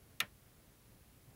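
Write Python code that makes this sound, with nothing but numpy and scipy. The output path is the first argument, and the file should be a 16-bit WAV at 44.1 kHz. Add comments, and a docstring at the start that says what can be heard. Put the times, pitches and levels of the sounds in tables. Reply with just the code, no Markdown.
"""A small, quiet room with a reptile tank, and one sharp snap beside the tank.
A hard, light part cracks and rings briefly. A nearby wall throws the sound back, the room
lets it die away, and the tank's enclosure answers with a soft, low knock.
Underneath are a low room rumble with one faint bump, a faint mains hum,
and the microphone's hiss with a thin whine."""
import sys
import numpy as np
from scipy import signal
from scipy.fft import rfft, irfft
from scipy.io import wavfile

SR = 44100
rng = np.random.default_rng(int(sys.argv[2]) if len(sys.argv) > 2 else 0)


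def generate_wav(sig):
    """Save sig (samples, or channels by samples) to the path in sys.argv[1] as 16-bit PCM at SR."""
    pcm = np.round(np.clip(np.atleast_2d(sig).T, -1, 1) * 32767).astype(np.int16)
    wavfile.write(sys.argv[1], SR, pcm)


N = 59535

# Tone colour of the room's rumble: (frequency [Hz], relative level [dB])
RUMBLE_COLOUR = [(15, -19), (30, -7.5), (50, 0.5), (90, -1.5), (125, -2.5), (200, -7), (340, -11.5),
                 (740, -19.5), (1900, -29.5), (5000, -47.5)]
# Tone colour of the microphone's hiss: (frequency [Hz], relative level [dB])
HISS_COLOUR = [(300, -0.5), (1300, 0.5), (2000, 1.5), (3000, -.5), (6000, -2.5), (9000, -3), (11500, -1.5),
               (14000, 0), (15700, 1), (16200, -11)]
# Low notes of the enclosure: (frequency [Hz], level [dB], time to fade by 60 dB [s])
ENCLOSURE_NOTES = [(104.3, -45, 0.136), (195, -39, 0.11), (578.6, -47.5, 0.14), (1038, -52.5, 0.17)]
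# Tone colour of the sound lingering in the room: (frequency [Hz], relative level [dB])
TAIL_COLOUR = [(80, -16.5), (200, -5), (350, -9), (570, -1.5), (850, -6), (1300, -2), (2000, 2),
               (3000, -3.5), (4500, -14), (7500, -22.5), (12000, -21.5), (16000, -21)]
# How long it lingers: (frequency [Hz], time to fade by 60 dB [s])
TAIL_FADE = [(150, 0.21), (600, 0.16), (2000, .13), (5000, 0.12), (14000, 0.09)]
# Tone colour of the crack: (frequency [Hz], relative level [dB])
CRACK_COLOUR = [(200, -44), (850, -23.5), (1400, -8), (2300, 2.5), (3200, 1.5), (4000, -1), (5200, -8),
                (6400, -3.5), (7500, -12), (10000, -8), (12000, -6), (14500, -9.5), (16000, -15)]
# How long the crack lasts: (frequency [Hz], time to fade by 60 dB [s])
CRACK_FADE = [(1500, 0.037), (4000, 0.026), (7000, 0.025), (15000, 0.025)]
# Ringing notes of the snapping part: (frequency [Hz], level [dB], time to fade by 60 dB [s])
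PART_NOTES = [(1271, -35.5, 0.045), (1377, -35, 0.053), (1775, -30, 0.051), (1836, -36, .095),
              (2013, -29, 0.037), (2116, -30, .035), (2247, -39.5, 0.053), (2347, -31, 0.044),
              (2486, -36, 0.041), (2650, -35.5, 0.056), (2750, -38.5, 0.045), (2872, -33.5, 0.041),
              (3640, -31.5, 0.024), (5583, -33, 0.025)]

SNAP_S = 0.2019  # when the part snaps
FREQUENCIES = np.fft.rfftfreq(N, 1 / SR)


def gain(db):
    """Turns decibels into a number to multiply by."""
    return 10 ** (np.asarray(db) / 20)


def normalise(x):
    """Scales a signal so its average strength (rms) is 1."""
    return x / np.sqrt(np.mean(x ** 2) + 1e-20)


def look_up(table, hz):
    """Reads between a table's rows, giving every octave equal room."""
    row_hz, values = np.transpose(table)
    return np.interp(np.log(hz + 1), np.log(row_hz + 1), values)


def since(start_s):
    """Seconds since the start, zero before it."""
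    return np.maximum(np.arange(N) / SR - start_s, 0)


def fade_in(t, seconds):
    """A smooth climb from 0 to 1."""
    return np.sin(np.pi / 2 * np.minimum(t / seconds, 1)) ** 2


def noise(colour):
    """Steady noise of strength 1 with the given tone colour."""
    white = rfft(rng.standard_normal(N))
    return normalise(irfft(white * gain(look_up(colour, FREQUENCIES)), N))


def burst(t, colour, fade_times, bands=14):
    """A dense cloud of tiny clicks; each frequency band fades at its own speed."""
    clicks = rng.choice([-1., 1.], N)
    spectrum = rfft(clicks) * normalise(gain(look_up(colour, FREQUENCIES)))
    centres_hz = np.geomspace(100, 16000, bands)
    sound = np.zeros(N)
    for hz, only_this_band in zip(centres_hz, np.eye(bands)):
        band_filter = look_up(np.c_[centres_hz, only_this_band], FREQUENCIES)
        sound += irfft(spectrum * band_filter, N) * gain(-60 * t / look_up(fade_times, hz))
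    return sound


def ring(t, notes):
    """Fading pure tones; neighbours start by swinging opposite ways."""
    return sum((-1) ** k * gain(db - 60 * t / fade_s) * np.sin(2 * np.pi * hz * t)
               for k, (hz, db, fade_s) in enumerate(notes))


def room_rumble(level_db=-65, swell_db=1.34):
    """Low noise whose loudness wavers gently."""
    swell = noise([(1, 0), (8, 0), (25, -60), (100, -120)])
    return gain(level_db + swell_db * swell) * noise(RUMBLE_COLOUR)


def mains_hum(hz=120.1, level_db=-75.5):
    """Mains electricity gives one faint, steady, low tone."""
    cycles = hz * since(0) + rng.random()
    return gain(level_db) * normalise(np.sin(2 * np.pi * cycles))


def microphone_noise(hiss_db=-69.5, whine_db=-80, whine_hz=10635, jitter_hz=124):
    """An even hiss and a thin electronic whine with a trembling pitch."""
    jitter = noise([(1, 0), (250, 0), (1000, -24), (8000, -80)])
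    pitch_hz = whine_hz + jitter_hz * jitter
    whine = normalise(np.sin(2 * np.pi * np.cumsum(pitch_hz) / SR))
    return gain(hiss_db) * noise(HISS_COLOUR) + gain(whine_db) * whine


def low_bump(peak_s=1.2835, width_s=0.011, hz=123, peak_db=-56):
    """A few soft, low waves swell and fade."""
    t = since(0) - peak_s
    return gain(peak_db) * np.exp(-(t / width_s) ** 2) * np.cos(2 * np.pi * hz * t)


def enclosure_knock(delay_s=0.008):
    """The enclosure's low notes build up softly just after the snap."""
    t = since(SNAP_S + delay_s)
    return fade_in(t, seconds=0.033) * ring(t, ENCLOSURE_NOTES)


def room_tail():
    """Many small echoes blur into a short wash of noise."""
    t = since(SNAP_S)
    return gain(-36) * fade_in(t, seconds=0.013) * burst(t, TAIL_COLOUR, TAIL_FADE)


def wall_echo(sound, delay_s=0.0081, gain_db=-12.5, cutoff_hz=3000):
    """A nearby wall sends the sound back later, quieter and duller."""
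    delay = np.exp(-2j * np.pi * FREQUENCIES * delay_s)
    treble_cut = 1 / np.sqrt(1 + (FREQUENCIES / cutoff_hz) ** 6)
    return gain(gain_db) * irfft(rfft(sound) * delay * treble_cut, N)


def part_snap(ring_delay_s=0.000809):
    """A bright crack sets the hard, light part ringing."""
    t, ring_t = since(SNAP_S), since(SNAP_S + ring_delay_s)
    crack = gain(-23.5) * fade_in(t, seconds=0.0017) * burst(t, CRACK_COLOUR, CRACK_FADE)
    ringing = fade_in(ring_t, seconds=0.0011) * ring(ring_t, PART_NOTES)
    return crack + ringing


def scene():
    """The snap and the room's answer over the quiet background, in one channel."""
    snap = part_snap()
    answer = wall_echo(snap) + room_tail() + enclosure_knock()
    background = room_rumble() + mains_hum() + microphone_noise() + low_bump()
    return (background + answer + snap)[None]


def record(dry, cutoff_hz=15850):
    """Removes the very highest treble."""
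    treble_cut = signal.firwin(401, cutoff_hz, window=("kaiser", 8), fs=SR)
    return signal.oaconvolve(dry, treble_cut[None], "same")


dry = scene()
out = record(dry)
generate_wav(out)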